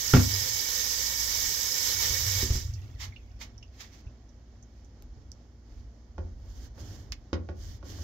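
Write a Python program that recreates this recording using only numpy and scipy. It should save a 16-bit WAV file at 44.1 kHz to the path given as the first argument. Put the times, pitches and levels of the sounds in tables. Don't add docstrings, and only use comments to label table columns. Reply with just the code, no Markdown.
import sys
import numpy as np
from scipy import signal
from scipy.fft import rfft, irfft, next_fast_len
from scipy.io import wavfile
from scipy.ndimage import map_coordinates

SR = 44100
rng = np.random.default_rng(int(sys.argv[2]) if len(sys.argv) > 2 else 0)


def persist_wave(psi):
    counts = np.round(np.clip(psi, -1, 1) * 32767).astype(np.int16)
    wavfile.write(sys.argv[1], SR, np.atleast_2d(counts).T)


N = 354123
TIME = np.arange(N) / SR
TOP_HZ = 15800

# pitch_hz, density_db (per Hz)
JET_SPECTRUM = [(1500, -31.5), (2700, -10.5), (3700, -5.5), (4400, -5.5), (5400, 0.5), (7600, -5.5),
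                (8600, -5), (10000, -6.5), (12500, -2), (15500, -5)]
# pitch_hz, density_db (per Hz)
BASIN_SPECTRUM = [(100, -2.5), (280, -7.5), (440, -3), (520, -3.5), (650, -11.5), (950, -1.5), (1400, -7),
                  (1850, 0.5), (2250, -1.5), (2600, -7.5), (3500, 4), (6000, -16)]
# pitch_hz, width_hz, lift_db
STEEL_RESONANCES = [(519, 29, 8), (1830, 110, 7.5), (2232, 47, 9), (3018, 68, 7.5), (3886, 47, 7.5),
                    (4227, 39, 8), (4830, 100, 5), (5110, 110, 4.5), (5640, 130, 5), (6590, 42, 6.5),
                    (6410, 120, 7.5), (6990, 130, 6.5), (7530, 53, 16.5), (7930, 25, 17)]
# start_s, length_s, flow_fall_db
LEVER_PUSHES = [(2.439, 0.03, 5.5), (2.571, 0.2, 32)]
# middle_s, length_s, hiss_lift_db, splatter_lift_db
JET_SWELLS = [(1.407, 0.25, 1, 1), (1.862, 0.2, 1.5, 1), (2.03, 0.16, 2.5, 5), (2.268, 0.6, 0, 2)]
HISS_DB, SPLATTER_DB = -38.5, -44.5
CREEP_DB_PER_S = 0.5
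SHUT_S, DRY_DB_PER_S = 2.75, 22

# pitch_hz, density_db (per Hz)
AIR_SPECTRUM = [(100, -7.5), (240, 1.5), (450, -9), (750, -13.5), (1100, -19.5), (2000, -22.5), (2650, -31),
                (3100, -26.5), (5000, -31), (7300, -35), (9000, -52), (15000, -67)]
# pitch_hz, density_db (per Hz)
RUMBLE_SPECTRUM = [(20, -27), (40, 2), (62, 1.5), (95, 5), (120, 0.5), (160, -27), (300, -59)]
# pitch_hz, level_db
MOTOR_HUM = [(58.5, -51), (236, -71)]
# middle_s, length_s, sway_db, boom_db
WEIGHT_SHIFTS = [(.33, 0.73, -53, -42.5), (1.362, 0.68, -50, -62.5), (2.48, 1.44, -41.5, -38),
                 (3.08, 0.15, -57, -44.5), (3.34, 0.9, -54.5, -61), (5.175, 0.51, -48.5, -90),
                 (5.793, .3, -45, -74), (6.44, 0.95, -44.5, -69), (7.118, 0.32, -46.5, -57),
                 (7.677, 0.37, -41.5, -58)]
AIR_DB, RUMBLE_DB = -60.5, -55
SWAY_HZ = 74.5

# start_s, thump_db, knock_db, crack_db
MEAT_IN_BOWL = [(.1358, -7.5, -15, -16.5), (.1645, -17, -25, -26), (.194, -18.5, -40, -41)]
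# pitch_hz, level_db, t60_s
BOWL_MODES = [(73.8, -6, 0.46), (97.5, -3.5, 0.59), (126.8, 3, 0.24), (177.7, 0.5, 0.11), (207.7, -2, 0.24),
              (246.3, -2, .3), (279.3, -3.5, 0.18), (404.4, -7, 0.25), (507, -5.5, 0.11), (579, -17, 0.153),
              (650, -26.5, .07), (870, -15, 0.047), (1380, 4, 0.037), (2273, -14, 0.052)]
# start_s, thump_db, knock_db, crack_db
SINK_BUMPS = [(2.098, -29, -50, -70), (2.425, -32, -31.5, -49), (2.499, -22.5, -35.5, -42),
              (2.55, -23.5, -40, -55), (4.06, -35.5, -65, -78)]
# pitch_hz, level_db, t60_s
SINK_MODES = [(46, 10, 0.099), (74.6, 6, 0.19), (114.7, -0.5, 0.26), (235.3, 0.5, 0.23), (300, -4, 0.17),
              (373, 1.5, 0.15), (480, -4, 0.15)]
# start_s, thump_db, knock_db, crack_db
KNIFE_KNOCKS = [(6.18, -29, -37.5, -44.5), (6.395, -41, -66, -74), (6.778, -47, -50, -52),
                (7.3295, -25, -32.5, -28), (7.4882, -29.5, -38, -42), (7.8274, -43, -46.5, -50),
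                (7.985, -32.5, -50.5, -69)]
# pitch_hz, level_db, t60_s
BOARD_MODES = [(67.9, 0.5, 0.42), (85.5, 1.5, 0.73), (141, -12.5, 0.19), (177.6, -2, 0.24), (218, -3, 0.18),
               (308, 0, 0.074), (360.5, -2, 0.21), (389, -3.5, 0.15), (523, -3, 0.11), (580, -5, 0.18),
               (688, -2, 0.054), (860, 3.5, 0.019), (1120, -4, 0.04), (1420, -1.5, 0.041),
               (1640, -20.5, 0.062), (1840, -25.5, 0.051)]
# pitch_hz, density_db (per Hz)
CRACK_SPECTRUM = [(150, 19), (350, 12.5), (620, 7.5), (950, 4.5), (2200, 2), (3500, -5), (6000, -14),
                  (7500, -27.5), (10000, -56.5)]

DRAIN_S, DRAIN_DB, DRAIN_RISE_S, DRAIN_T60_S = 1.9, -56, 0.28, 2.2
TRICKLE_DB, TRICKLE_T60_S = -63, 7.2
# start_s, peak_db, pitch_hz, burst_t60_s, width_hz
LIGHT_CLICKS = [(2.737, -47, 5100, 0.088, 2530), (4.845, -63.5, 6300, 0.058, 2500),
                (5.0235, -42, 1700, 0.0014, 6500), (5.3176, -41, 5730, 0.006, 2300),
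                (7.1214, -32.5, 5200, .003, 1050), (7.121, -31.5, 2500, 0.049, 3000)]
# start_s, peak_db, pitch_hz
DROPS = [(3.122, -48.5, 2080), (3.1615, -41.5, 2770), (3.578, -53, 5560), (3.6265, -46, 2840),
         (3.627, -56, 5440), (4.0676, -57.5, 2590), (4.2899, -66, 5800), (4.6256, -58, 6350)]
DRIP_T60_S, DRIP_WIDTH = 0.054, 0.17
# start_s, level_db, hold_s
HAND_FLICKS = [(3.006, -45.5, .038), (3.416, -44.5, 0.0034), (3.807, -47.5, 0.0048)]
# pitch_hz, density_db (per Hz)
SPRAY_SPECTRUM = [(400, -22.5), (1000, -9.5), (1500, -11.5), (2000, -3.5), (2700, -10), (3500, -7.5),
                  (5500, -14), (7500, -16.5), (10000, -27), (15000, -27)]
FLICK_RISE_S, FLICK_T60_S = 0.054, 0.12
# middle_s, length_s, level_db
SOFT_RUBS = [(3.818, 0.25, -61.5), (3.961, 0.18, -62), (4.778, 0.38, -81), (5.75, 0.34, -75)]
# start_s, end_s, rise_s, stop_s, rasp_db, drag_db
BLADE_STROKES = [(6.35, 6.695, 0.34, 0.054, -60, -61), (6.741, 7.1, 0.052, 0.15, -61, -53.5),
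                 (7.54, 7.789, 0.066, 0.042, -60, -69), (7.832, 8.2, 0.047, .06, -55, -54)]
# pitch_hz, density_db (per Hz)
FIBRE_SPECTRUM = [(300, 12), (700, -2), (1000, -5), (1800, 3.5), (2600, -7.5), (3100, 2.5), (4000, -1),
                  (5500, -2), (7500, -3.5), (9500, -10.5), (15000, -13)]
BOARD_SHAKE_DB = 10.5
RUB_TREMOR_DB, RASP_TREMOR_DB = 1.8, 2.1

# pitch_hz, correlation (no unit)
STEREO_LIKENESS = [(100, 0.96), (300, 0.99), (700, 0.63), (1400, 0.12), (3000, 0.3), (6000, 0.055)]
# pitch_hz, t60_s
ROOM_DECAY = [(100, .4), (500, 0.34), (3000, 0.16), (12000, 0.063)]
# pitch_hz, gain_db
RIGHT_PORT = [(200, 0.5), (700, 3.5), (1400, 2.5), (2700, 3), (4000, 4.5), (5000, 12.5), (6300, 14),
              (7200, 9.5), (8000, -15.5), (8800, -29), (10000, -15.5), (11500, 5.5), (13000, 11),
              (15500, 6)]


def amp(db):
    return 10 ** (np.asarray(db) / 20)


def unit(x):
    return x / np.sqrt(np.mean(x ** 2) + 1e-20)


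def along(points, hz):
    f, v = np.transpose(points)
    return np.interp(np.log(hz + 1), np.log(f), v)


def wobble(rate):
    knots = rng.standard_normal(int(N * rate / SR) + 4)
    return map_coordinates(knots, [TIME * rate])


def ramp(start, length):
    return np.clip((TIME - start) / length, 0, 1)


def swell(middle, length):
    return np.sin(np.pi * ramp(middle - length / 2, length)) ** 2


def fade(t, t60):
    return (t >= 0) * np.exp(-np.log(1000) * np.maximum(t, 0) / t60)


def filtered(x, response):
    m = next_fast_len(N + SR // 2)
    return irfft(rfft(x, m) * response(np.fft.rfftfreq(m, 1 / SR)), m)[..., :N]


def resonance(f, hz, width):
    return 1j * f * width / (hz * hz - f * f + 1j * f * width)


def lifted(x, peaks):
    return filtered(x, lambda f: 1 + sum((amp(db) - 1) * resonance(f, hz, width) for hz, width, db in peaks))


def add(track, s, sound):
    start = round(s * SR)
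    track[..., start:start + sound.shape[-1]] += sound[..., :N - start]


def rush(spectrum, grain_db=0):
    grains = rng.standard_normal((2, N)) * amp(grain_db * wobble(900))

    def mid_side(hz):
        turn = np.arccos(np.clip(along(STEREO_LIKENESS, hz), -1, 1)) / 2
        return amp(along(spectrum, hz)) * np.array([np.cos(turn), np.sin(turn)])

    mid, side = filtered(grains, mid_side)
    return unit(np.array([mid + side, mid - side]))


def bubbles(count, centre_hz, spread, cycles, size_db):
    t = np.arange(SR // 80) / SR
    start = rng.integers(0, N, (count, 1))
    hz = np.minimum(centre_hz * np.exp(spread * rng.standard_normal((count, 1))), TOP_HZ)
    size = amp(size_db * np.minimum(rng.exponential(size=(count, 1)), 4))
    rings = size * fade(t, cycles / hz) * np.sin(2 * np.pi * hz * t)
    where = (start + np.arange(len(t))).ravel()
    sides = []
    for _ in range(2):
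        weighted = rings * rng.standard_normal((count, 1))
        sides.append(np.bincount(where, weighted.ravel(), N)[:N])
    return unit(np.array(sides))


def echo(x, decay, wet_db):
    hz, t, z = signal.stft(rng.standard_normal((2, SR // 2)), SR, nperseg=256)
    tail = signal.istft(z * fade(t, along(decay, hz)[:, None]), SR, nperseg=256)[1]
    tail = np.pad(tail / np.linalg.norm(tail[0]), ((0, 0), (SR // 250, 0)))
    return x + amp(wet_db) * signal.fftconvolve(x, tail, axes=1)[:, :N]


def tap():
    creep_db = CREEP_DB_PER_S * (np.minimum(TIME, SHUT_S) - 1)
    lever_db = sum(fall * ramp(s, length) for s, length, fall in LEVER_PUSHES)
    dry_db = DRY_DB_PER_S * np.maximum(TIME - SHUT_S, 0)
    flow_db = creep_db - lever_db - dry_db + 0.5 * wobble(44.9)
    hiss_db = HISS_DB + sum(lift * swell(s, length) for s, length, lift, _ in JET_SWELLS)
    splatter_db = SPLATTER_DB + sum(lift * swell(s, length) for s, length, _, lift in JET_SWELLS)
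    splatter_db = splatter_db + 0.93 * wobble(18)
    fizz_bubbles = bubbles(count=9000, centre_hz=5350, spread=0.18, cycles=160, size_db=3.5)
    fizz = rush(JET_SPECTRUM, grain_db=1.0) + amp(-11.0) * fizz_bubbles
    weak = ramp(*LEVER_PUSHES[0][:2])
    fizz = fizz - 0.44 * weak * filtered(fizz, lambda hz: hz ** 8 / (hz ** 8 + 8400.0 ** 8))
    drum_bubbles = bubbles(count=3000, centre_hz=2055, spread=0.25, cycles=30, size_db=2)
    drum = rush(BASIN_SPECTRUM, grain_db=1.0) + amp(-12) * drum_bubbles
    water = amp(flow_db) * (amp(hiss_db) * fizz + amp(splatter_db) * drum)
    return echo(lifted(water, STEEL_RESONANCES), [(500, 0.065), (6000, 0.044)], wet_db=-8.0)


def kitchen():
    rumble = rush(RUMBLE_SPECTRUM)
    deep = filtered(rumble, lambda hz: 1 / (1 + (hz / SWAY_HZ) ** 8))
    sway = sum(amp(db) * swell(s, length) for s, length, db, _ in WEIGHT_SHIFTS)
    boom = sum(amp(db) * swell(s, length) for s, length, _, db in WEIGHT_SHIFTS)
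    counter = amp(RUMBLE_DB) * rumble + sway * unit(deep) + boom * unit(rumble - deep)
    hum = np.zeros(N)
    for hz, db in MOTOR_HUM:
        level = amp(db + 2.0 * wobble(1.8)) * np.sqrt(2)
        hum += level * np.sin(2 * np.pi * hz * TIME + 0.5 * wobble(2.7))
    air = amp(AIR_DB + 1.2 * wobble(11)) * rush(AIR_SPECTRUM, grain_db=0.0)
    return hum + air + counter


def struck(blows, modes, crack_t60, wet_db):
    t = np.arange(SR // 2) / SR
    thumps, body, contact = np.zeros((3, N))
    for s, thump_db, knock_db, crack_db in blows:
        deep, high = np.zeros((2, len(t)))
        for k, (hz, db, t60) in enumerate(modes):
            level = amp(db + 1.4 * rng.standard_normal())
            ring = level * fade(t, t60) * np.sin(2 * np.pi * hz * t) * (-1) ** k
            if hz < 160:
                deep += ring
            else:
                high += ring
        add(thumps, s, amp(thump_db - 5.0) * deep * (1 - np.exp(-t / 0.001)))
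        add(body, s, amp(knock_db - 4.5) * high * (1 - np.exp(-t / 0.0009)))
        add(contact, s, amp(crack_db + 2.0) * fade(t, crack_t60) * (1 - np.exp(-t / 0.00067)))
    airborne = body * amp([[-1.5], [0]]) + contact * rush(CRACK_SPECTRUM, grain_db=3)
    return thumps + echo(airborne, ROOM_DECAY, wet_db)


def knocks():
    bowl = struck(MEAT_IN_BOWL, BOWL_MODES, crack_t60=0.12, wet_db=-12)
    sink = struck(SINK_BUMPS, SINK_MODES, crack_t60=0.21, wet_db=-16.0)
    board = struck(KNIFE_KNOCKS, BOARD_MODES, crack_t60=0.043, wet_db=-6.5)
    return bowl + sink + board


def draining():
    since = np.maximum(TIME - DRAIN_S, 0)
    left = amp(DRAIN_DB) * fade(since, DRAIN_T60_S) + amp(TRICKLE_DB) * fade(since, TRICKLE_T60_S)
    onset = fade(np.maximum(DRAIN_S - TIME, 0), DRAIN_RISE_S)
    gurgle = bubbles(count=4000, centre_hz=2700, spread=0.42, cycles=68, size_db=1)
    return echo(onset * left * gurgle, ROOM_DECAY, wet_db=-7.5)


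def ticks():
    t = np.arange(SR // 4) / SR
    f = np.fft.rfftfreq(len(t), 1 / SR)
    track = np.zeros((2, N))
    drips = [(s, db, hz, DRIP_T60_S, DRIP_WIDTH * hz) for s, db, hz in DROPS]
    for s, db, hz, t60, width in drips + LIGHT_CLICKS:
        burst = rng.standard_normal((2, len(t))) * fade(t, t60)
        ping = irfft(rfft(burst) * resonance(f, hz, width) ** 2)
        add(track, s, amp(db) * ping / np.abs(ping).max(axis=1, keepdims=True))
    return echo(track, ROOM_DECAY, wet_db=-13.5)


def flicks():
    shower = np.zeros(N)
    for s, db, hold in HAND_FLICKS:
        rise = fade(np.maximum(s - TIME, 0), FLICK_RISE_S)
        fall = fade(np.maximum(TIME - s - hold, 0), FLICK_T60_S)
        shower += amp(db) * rise * fall
    return echo(shower * rush(SPRAY_SPECTRUM, grain_db=1.0), ROOM_DECAY, wet_db=-8.5)


def rubbing():
    contact = sum(amp(db) * swell(s, length) for s, length, db in SOFT_RUBS)
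    return contact * amp(RUB_TREMOR_DB * wobble(35)) * rush(SPRAY_SPECTRUM, grain_db=2.0)


def slicing():
    cut, drag = np.zeros((2, N))
    for start, end, rise, stop, rasp_db, drag_db in BLADE_STROKES:
        speed = ramp(start, rise) * (1 - ramp(end - stop, stop))
        cut += amp(rasp_db) * speed ** 1.3
        drag += amp(drag_db) * np.sqrt(speed)
    snaps = bubbles(count=2500, centre_hz=4600, spread=0.27, cycles=52, size_db=2)
    fibres = rush(FIBRE_SPECTRUM, grain_db=1.5) + amp(-16) * snaps
    rasp = cut * amp(RASP_TREMOR_DB * wobble(40)) * fibres
    dull = amp(-1.5) * rush(AIR_SPECTRUM, grain_db=-0.5)
    shake = amp(BOARD_SHAKE_DB) * rush(RUMBLE_SPECTRUM)
    return echo(rasp, ROOM_DECAY, wet_db=-5.5) + drag * (dull + shake)


def nearby(x, gain):
    delays = rng.uniform(0.0011, 0.009, (2, 8))
    copies = np.zeros((2, N))
    for side in range(2):
        for delay in delays[side]:
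            late = np.pad(x[side], (round(delay * SR), 0))[:N]
            copies[side] += late * rng.choice([-1, 1])
    return x + gain * filtered(copies, lambda hz: hz ** 2 / (hz ** 2 + 900 ** 2))


def scene():
    close = kitchen() + knocks() + draining() + ticks() + flicks() + rubbing() + slicing()
    return tap() + nearby(close, gain=0.12)


def record(dry):
    ports = np.array([dry[0], filtered(dry[1], lambda hz: amp(along(RIGHT_PORT, hz)))])
    return filtered(ports, lambda hz: np.clip((TOP_HZ - hz) / 300 + 0.5, 0, 1))


dry = scene()
out = record(dry)
persist_wave(out)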